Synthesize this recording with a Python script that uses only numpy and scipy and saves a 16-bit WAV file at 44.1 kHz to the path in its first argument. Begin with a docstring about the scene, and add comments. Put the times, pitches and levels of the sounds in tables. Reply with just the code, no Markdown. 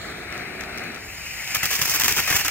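"""A street in front of a house, with a firework fountain a few metres from a stereo microphone.
The jet flares, roars and spits for a second, then the next charge takes over with a swelling hiss.
From 1.5 s it throws crackling stars, each bursting into a swarm of tiny pops, with loud cracks and
a few low thuds among them. Road and house throw the crackle back; the neighbourhood rumbles below."""
import sys
import numpy as np
from scipy import signal
from scipy.fft import rfft, irfft, next_fast_len
from scipy.io import wavfile
from scipy.ndimage import uniform_filter1d

SR = 44100
rng = np.random.default_rng(int(sys.argv[2]) if len(sys.argv) > 2 else 0)


def unload_wav(signal):
    """Save mono or channel-first audio to the path in sys.argv[1] as 16-bit WAV at rate SR, clipped to [-1, 1]."""
    wavfile.write(
        sys.argv[1],
        SR,
        np.round(np.clip(np.atleast_2d(signal).T, -1, 1) * 32767).astype(np.int16),
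    )


N = 110250
T = np.arange(N) / SR
FILTER_HZ = np.fft.rfftfreq(4096, 1 / SR)
BAND_LIMIT_HZ = 15790


def amp(db):
    """Decibels to gain."""
    return 10 ** (np.asarray(db) / 20)


def unit(x):
    """Scales to rms 1."""
    return x / np.sqrt(np.mean(x ** 2) + 1e-20)


def curve(points, at):
    """Reads a two-column table along straight lines."""
    return np.interp(at, *np.transpose(points))


def spectrum(table, hz):
    """Reads every column of a table on a log-frequency axis."""
    table_hz, *columns = np.transpose(table)
    return [np.interp(np.log(hz + 1), np.log(table_hz + 1), column) for column in columns]


def add(mix, start_s, sound):
    """Adds a sound into the mix at start_s."""
    part = mix[..., round(start_s * SR):][..., :sound.shape[-1]]
    part += sound[..., :part.shape[-1]]


def colour(x, gain):
    """Minimum-phase filter with each channel's gains given at FILTER_HZ."""
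    log_gain = np.log(np.maximum(gain, 1e-5))
    mirrored = np.concatenate([log_gain, log_gain[:, -2:0:-1]], axis=1)
    taps = np.fft.ifft(np.exp(np.conj(signal.hilbert(mirrored)))).real
    return signal.fftconvolve(x, taps, axes=1)[:, :N]


def turbulence(table, patch_db, flutter_db, edge=None, size=512):
    """Coloured stereo noise with drifting patches and a flutter shared by all bands."""
    hop = size // 4
    frames, hz = N // hop + 6, np.fft.rfftfreq(size, 1 / SR)
    a, b, c, d, patches = rng.standard_normal((5, frames, len(hz)))
    shared, apart = a + 1j * b, c + 1j * d
    patches = unit(uniform_filter1d(uniform_filter1d(patches, size=14, axis=0), size=7, axis=1))
    flutter = unit(uniform_filter1d(rng.standard_normal(frames), size=4))[:, None]
    level, balance, likeness = spectrum(table, hz)
    lean = amp(balance)
    bins = np.array([lean * shared, likeness * shared + np.sqrt(1 - likeness ** 2) * apart])
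    bins *= amp(level + patch_db * patches + flutter_db * flutter) / np.sqrt(1 + lean ** 2)
    if edge is not None:  # a 7 dB dip, 400 Hz above the moving edge
        edge_hz = curve(edge, np.arange(frames) * hop / SR)[:, None]
        bins *= amp(-7 * np.exp(-((hz - edge_hz - 400) / 380) ** 2))
    return unit(signal.istft(bins.swapaxes(1, 2), nperseg=size, noverlap=size - hop)[1][:, :N])


# The first charge at the microphone (time [s], level [dB])
ROAR_LEVEL = [(0, -35.5), (.06, -33.5), (.27, -35), (.34, -32), (.47, -33.5), (.62, -33), (.72, -33.5),
              (.82, -31), (.97, -35), (1.015, -40.5), (1.15, -49), (1.4, -63)]
# Upper edge of the roar, rising as the nozzle heats (time [s], frequency [Hz])
ROAR_EDGE = [(0, 2050), (.2, 2470), (.35, 3100), (1, 2970)]
# Its colour (frequency [Hz], relative level [dB], left over right [dB], left-right likeness [0-1])
ROAR_COLOUR = [(50, -16, -1, 0.7), (139, -3, -.5, 1), (235, -0.5, -1.5, 0.95), (300, -2.5, 1, 0.74),
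               (385, 2, 0, 0.87), (486, -4, -7, .5), (557, -7, 7, .3), (640, -1.5, -2, 0.62),
               (745, -1, -4, 0.76), (840, -9, 0, 0.2), (1020, -12.5, 1, 0.1), (1240, -3, 0, .7),
               (1810, -0.7, 3.5, 0.86), (2395, 1.5, 11.5, .6), (2770, -7, 15, 0.1), (2870, -5.5, 9, 0.2),
               (3000, -12, 2, 0.2), (3900, -7, 1.2, 0.8), (4640, -13.5, -4.5, 0.88),
               (5600, -19, -0.5, 0.87), (7100, -23.5, 1, 0.4), (9100, -22.5, 8.5, .5),
               (11600, -32.5, -2, .1), (12900, -25.5, -1.6, .04), (15500, -28, 1, .1)]


def roar():
    """The first charge drives a turbulent jet out of the nozzle for a second."""
    noise = turbulence(ROAR_COLOUR, patch_db=1.0, flutter_db=.6, edge=ROAR_EDGE, size=1024)
    return noise * amp(curve(ROAR_LEVEL, T))


# The opening flare at the microphone (time [s], level [dB])
FLARE_LEVEL = [(0, -44), (.1, -47), (.22, -52), (.33, -69), (.6, -85)]
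# Its colour (frequency [Hz], relative level [dB], left over right [dB], left-right likeness [0-1])
FLARE_COLOUR = [(2500, -25, 2, .6), (3400, -2, -15, 0.62), (4200, 10.5, -15, 0.36), (5500, -13, 10, 0.43),
                (7100, 2.5, -1, 0.26), (9500, -15, 1, .3), (12000, -23, -3, .2), (16000, -13, 2, .2)]


def flare():
    """A brighter, fluttering hiss rides on the jet and is gone in a third of a second."""
    return turbulence(FLARE_COLOUR, patch_db=1.0, flutter_db=2.0) * amp(curve(FLARE_LEVEL, T))


# Street ambience (frequency [Hz], relative level [dB], left over right [dB], left-right likeness [0-1])
RUMBLE_COLOUR = [(20, -30, -2, .7), (38, -9.5, -2, 1), (58, 0, -1, 1), (85.4, -2.5, -1.2, 0.74),
                 (129, -5.5, -2, 1), (216, -11.5, -0.81, 0.92), (390, -17, -1.7, 0.2),
                 (910, -13.5, 0, 0.11), (4000, -38, 0, .2)]


def rumble():
    """The neighbourhood's low, steady rumble."""
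    return amp(-45) * turbulence(RUMBLE_COLOUR, patch_db=.7, flutter_db=.4, size=4096)


# A pop from a few metres away (frequency [Hz], relative level [dB], left over right [dB])
POP_COLOUR = [(151, -9, -0.5), (267, -10, 1), (370, -7, .5), (545, -13, -3), (760, -6.5, 1),
              (1020, -6.5, -0.5), (1340, -3, 2), (1770, -1.2, -0.5), (2350, -2.5, 2.5), (2870, -3.5, 4),
              (3420, -1.5, 5.5), (3820, -3.5, 2.5), (4270, -5, -4), (4900, -1, -4.5), (5600, 1.5, -3),
              (7340, -1.5, -1), (8540, -10.5, 7.5), (9500, -8.5, 3.5), (11500, -11.5, 4), (12900, -1, 2),
              (16700, -5, 2.5)]


def pop_gains(band=1):
    """The colour shared by spits, pops and cracks, weighted by band and scaled to rms 1."""
    level, balance = spectrum(POP_COLOUR, FILTER_HZ)
    low_cut = 1 / np.sqrt(1 + (70 / (FILTER_HZ + 1)) ** 4)
    high_cut = np.where(FILTER_HZ < BAND_LIMIT_HZ, 1, .1)
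    return unit(amp(level) * amp([balance / 2, -balance / 2]) * low_cut * high_cut * band)


def snaps(table):
    """Each is a sharp spike and a short tearing burst, partly different at the two microphone ports."""
    out, t = np.zeros((2, N)), T[:256]
    for start, db, decay_s in table:
        shared, *per_port = np.tanh(rng.standard_normal((3, len(t))))
        burst = (shared + .8 * np.array(per_port)) * t / decay_s * np.exp(-t / decay_s)
        burst[:, 0] -= .5  # the spike
        add(out, start, amp(db) * burst / np.linalg.norm(burst, axis=1, keepdims=True))
    return out


# Spits at the nozzle (time [s], relative level [dB], decay [s])
NOZZLE_SPITS = [(.3255, -23.5, .0005), (.378, -23, .0005), (.6083, -20, .0005), (.6105, -21, .0005),
                (.6368, -22.5, .0004), (.7748, -26, .0004), (.7768, -21.5, .0005), (.783, -19.5, .0006),
                (.795, -27, .0003), (.839, -25, .0005), (.919, -28, .0003), (.9456, -24.5, .0005),
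                (.951, -26, .0006), (.9624, -26, .0004), (.98, -28, .0002), (1.4765, -17, .0003),
                (1.5203, -18, .0002)]


def spits():
    """The nozzle spits in small snaps, duller than the cracks."""
    dulling = 1 + (FILTER_HZ / 7000) ** 2
    return amp(14.5) * colour(snaps(NOZZLE_SPITS), pop_gains() / dulling)


# The second charge at the microphone (time [s], level [dB])
HISS_LEVEL = [(.9, -65), (1.02, -39.5), (1.15, -36.5), (1.27, -33.5), (1.44, -32), (1.52, -28.5),
              (1.7, -29), (2.5, -27.5)]
# Its colour (frequency [Hz], relative level [dB], left over right [dB], left-right likeness [0-1])
HISS_COLOUR = [(60, -31, 2, 0.9), (199, -12, -6, 0.78), (513, -15.5, -6, .15), (744, -6, -1, .99),
               (990, -13.5, -2, 0.2), (1790, 0, 1, .76), (2420, 5.5, 7, 0.9), (2980, -2, 7.5, 0.51),
               (3300, -12.5, 0, 0.4), (4440, -5.5, 1, 0.88), (5370, -3.5, -6.5, 0.89), (5840, -10, -1, .98),
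               (6280, -6, -5, 0.99), (6900, -5.5, 4, 0.84), (7900, -10, 4, .46), (8440, -21, 14, .43),
               (8950, -12, 3, .74), (9700, -13.5, 0, .7), (11300, -26.5, 2, .55), (13200, -14, -1, .78),
               (14500, -13.5, 1, .5), (15600, -20, 2.8, .19)]


def hiss():
    """The second charge's jet swells into a hiss as the roar dies."""
    return turbulence(HISS_COLOUR, patch_db=1.5, flutter_db=.6) * amp(curve(HISS_LEVEL, T))


def pops(samples, per_s, bounce_s, spread_db=2.9, spray_width_s=34e-6):
    """Uneven pops, each from its own direction in the spray, echoed by the road about bounce_s later."""
    count = max(int(samples * per_s / SR), 3)
    when, size, side, sign, scatter = rng.random((count, 5)).T
    strength = amp(spread_db * np.minimum(-np.log(size), 3.5)) * np.sign(sign - .5)
    port_lag = spray_width_s * SR * np.log(side / (1 - side)) / 2
    road_delay = bounce_s * SR * (1 + .08 * (scatter - .5))
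    out = np.zeros((2, samples + 400))
    for delay, gain in ((0, 1), (road_delay, amp(-5))):
        for port in (0, 1):
            arrival = (when * samples + delay + (port - .5) * port_lag)[:, None]
            index = arrival.astype(int) + np.arange(-5, 7)
            clicks = gain * strength[:, None] * np.sinc(index - arrival)  # lands between samples
            np.add.at(out[port], np.clip(index, 0, samples + 399), clicks)
    return unit(out[:, :samples])


# Stray sparks in the spray, faint until the stars come (time [s], level [dB])
STRAY_LEVEL = [(0, -62), (1, -66), (1.5, -40.5), (1.62, -49), (1.7, -33), (2.2, -29), (2.5, -40)]


def stray_sparks():
    """Loose sparks pop in the gaps between the stars."""
    sparks = pops(N, per_s=2000, bounce_s=.0019) * amp(curve(STRAY_LEVEL, T))
    return colour(sparks, pop_gains())


# Stars bursting over the street, with band levels relative to STAR_BAND_DB
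# (time [s], length [s], body [dB], treble [dB], bass [dB], road echo delay [s])
STAR_BURSTS = [(1.544, .015, -26, -26.5, -63, 0.0016), (1.562, 0.0086, -36.5, -40, -51, 0.0025),
               (1.628, 0.017, -25, -27, -42, 0.0015), (1.65, 0.014, -31, -27, -46, 0.0016),
               (1.703, .044, -25.5, -22, -46, 0.0017), (1.749, 0.016, -31, -24.5, -39.5, 0.0026),
               (1.788, .012, -30.5, -31, -37, 0.0023), (1.813, 0.023, -28, -26, -33.5, .0017),
               (1.848, 0.013, -34.5, -25.5, -42, 0.0021), (1.873, 0.016, -33, -26, -47, 0.0024),
               (1.893, .028, -28.5, -21, -41.5, 0.0016), (1.935, 0.034, -24, -20, -37, 0.0026),
               (1.999, 0.023, -25, -21.5, -42.5, .0011), (2.033, 0.031, -23.5, -19.5, -33, 0.0029),
               (2.079, .019, -24, -22, -41, 0.0027), (2.105, 0.021, -29.5, -25, -33, .0022),
               (2.163, .014, -27, -26, -41, .0022), (2.178, .025, -22, -22.5, -33, .0022),
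               (2.273, .033, -23, -24, -50, 0.0016), (2.298, 0.02, -26, -23, -36, .0027),
               (2.322, .033, -23, -21, -31, 0.0018), (2.353, .019, -24.5, -20, -37, 0.0026),
               (2.383, 0.034, -25, -23.5, -40, .0011), (2.445, 0.022, -27, -23.5, -37.5, 0.0031),
               (2.478, .008, -29.5, -32.5, -51, 0.0015)]
STAR_BAND_DB = (-7, -6.5, -8)  # body, treble, bass


def stars(rise_s=.0025, sag_db_per_s=75, fade_s=.0048):
    """Each star bursts into a swarm of tiny pops with its own mix of body, treble and bass."""
    above_bass = 1 / (1 + (300 / (FILTER_HZ + 1)) ** 4)
    treble = 1 / (1 + (3500 / (FILTER_HZ + 1)) ** 10)
    bands = [above_bass * (1 - treble), treble, 1 - above_bass]
    swarms = np.zeros((3, 2, N))
    for start, length, *levels, bounce_s in STAR_BURSTS:
        t = T[:int((length + .025) * SR)]
        envelope = np.minimum(t / rise_s, 1) * amp(-sag_db_per_s * t)
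        envelope *= np.exp(-np.maximum(t - length, 0) / fade_s)
        swarm = unit(pops(len(t), per_s=4000, bounce_s=bounce_s) * envelope)
        swarm *= np.sqrt(len(t) / (length * SR))  # makes up for the quiet tail
        add(swarms, start, amp(levels)[:, None, None] * swarm)
    return sum(amp(db) * colour(x, pop_gains(band)) for x, band, db in zip(swarms, bands, STAR_BAND_DB))


# Cracks among the stars (time [s], relative level [dB], decay [s])
LOUD_CRACKS = [(1.5475, -5, .0004), (1.5503, -4, .0005), (1.568, -8.5, .0005), (1.634, -7, .0004),
               (1.6368, -10, .0003), (1.6562, -3.5, .0007), (1.7315, -12, .0002), (1.74, -9, .0001),
               (1.8155, -7, .0002), (1.8172, -2.5, .0004), (1.8194, -4.5, .0002), (1.8233, -6.5, .0003),
               (1.825, -5, .0003), (1.8304, -11, .0002), (1.856, -8.5, .0003), (1.8961, -9, .0002),
               (1.9978, -5.5, .0001), (2.0, -4, .0001), (2.0194, -9, .0002), (2.0363, -6, .0002),
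               (2.0445, -3.5, .0005), (2.0805, -3, .0004), (2.0824, -.5, .0007), (2.1237, -6.5, .0002),
               (2.1255, -7, .0005), (2.1697, -6, .0002), (2.18, -9, .0002), (2.3095, -8, .0006),
               (2.365, -5, .0004), (2.3672, -4, .0006), (2.4817, -5, .0005)]


def cracks():
    """Single loud snaps stand out of the swarms."""
    return amp(7.5) * colour(snaps(LOUD_CRACKS), pop_gains())


# Thuds, centred between the ports (time [s], envelope peak [dB], pitch [Hz])
STAR_THUDS = [(1.567, -30.5, 100), (1.632, -28, 120), (2.188, -30, 190), (2.3075, -24, 115)]


def thuds(rise_cycles=.4):
    """The biggest stars push out a short puff of air."""
    out, t = np.zeros(N), T[:4000]
    for start, db, hz in STAR_THUDS:
        age = t * hz / rise_cycles
        add(out, start, amp(db) * np.sin(2 * np.pi * hz * t) * age * np.exp(1 - age))
    return out


# Reverberation in front of the house (frequency [Hz], time to fall 60 dB [s])
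STREET_DECAY = [(100, 0.12), (1000, 0.13), (4000, 0.13), (15000, 0.2)]


def street_echoes(x, echoes_per_s=2000, first_echo_s=.004):
    """Sparse, short echoes from road, walls and house."""
    n = SR // 2
    taps = rng.standard_normal((2, n)) * (rng.random((2, n)) < echoes_per_s / SR)
    hz, t, bins = signal.stft(taps * (T[:n] > first_echo_s), SR, nperseg=256)
    t60 = spectrum(STREET_DECAY, hz)[0][:, None]
    tail = signal.istft(bins * amp(-60 * t / t60), SR, nperseg=256)[1]
    tail /= np.linalg.norm(tail, axis=1, keepdims=True)
    return signal.fftconvolve(x, tail, axes=1)[:, :N]


def scene():
    """Jet, crackle and the crackle's echoes reach the microphone over the neighbourhood's rumble."""
    crackle = stars() + cracks() + spits() + stray_sparks() + thuds()
    ambience = rumble()
    low_cut = signal.butter(2, 55, "highpass", fs=SR, output="sos")
    jet = signal.sosfilt(low_cut, roar() + hiss() + flare())
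    return jet + crackle + amp(-9) * street_echoes(crackle) + ambience


# The microphone's left port against its right (frequency [Hz], phase lead [rad])
PORT_PHASE = [(0, 0), (300, .05), (700, .35), (2600, .35), (3000, 1.2), (3400, 3.6), (4400, 3.3),
              (5500, 2.5), (6800, 1.9), (7900, .8), (8800, -.4), (11000, 0), (16000, -.3)]


def record(dry):
    """The microphone's two ports differ in phase; loud peaks are rounded off and the top treble is cut."""
    size = next_fast_len(N + 4096)
    lead = curve(PORT_PHASE, np.fft.rfftfreq(size, 1 / SR))
    ported = irfft(rfft(dry, size) * np.exp(.5j * np.array([lead, -lead])), size)[:, :N]
    low_pass = signal.firwin(511, BAND_LIMIT_HZ, window=("kaiser", 8), fs=SR)
    return signal.oaconvolve(np.tanh(ported), low_pass[None], "same")


dry = scene()
out = record(dry)
unload_wav(out)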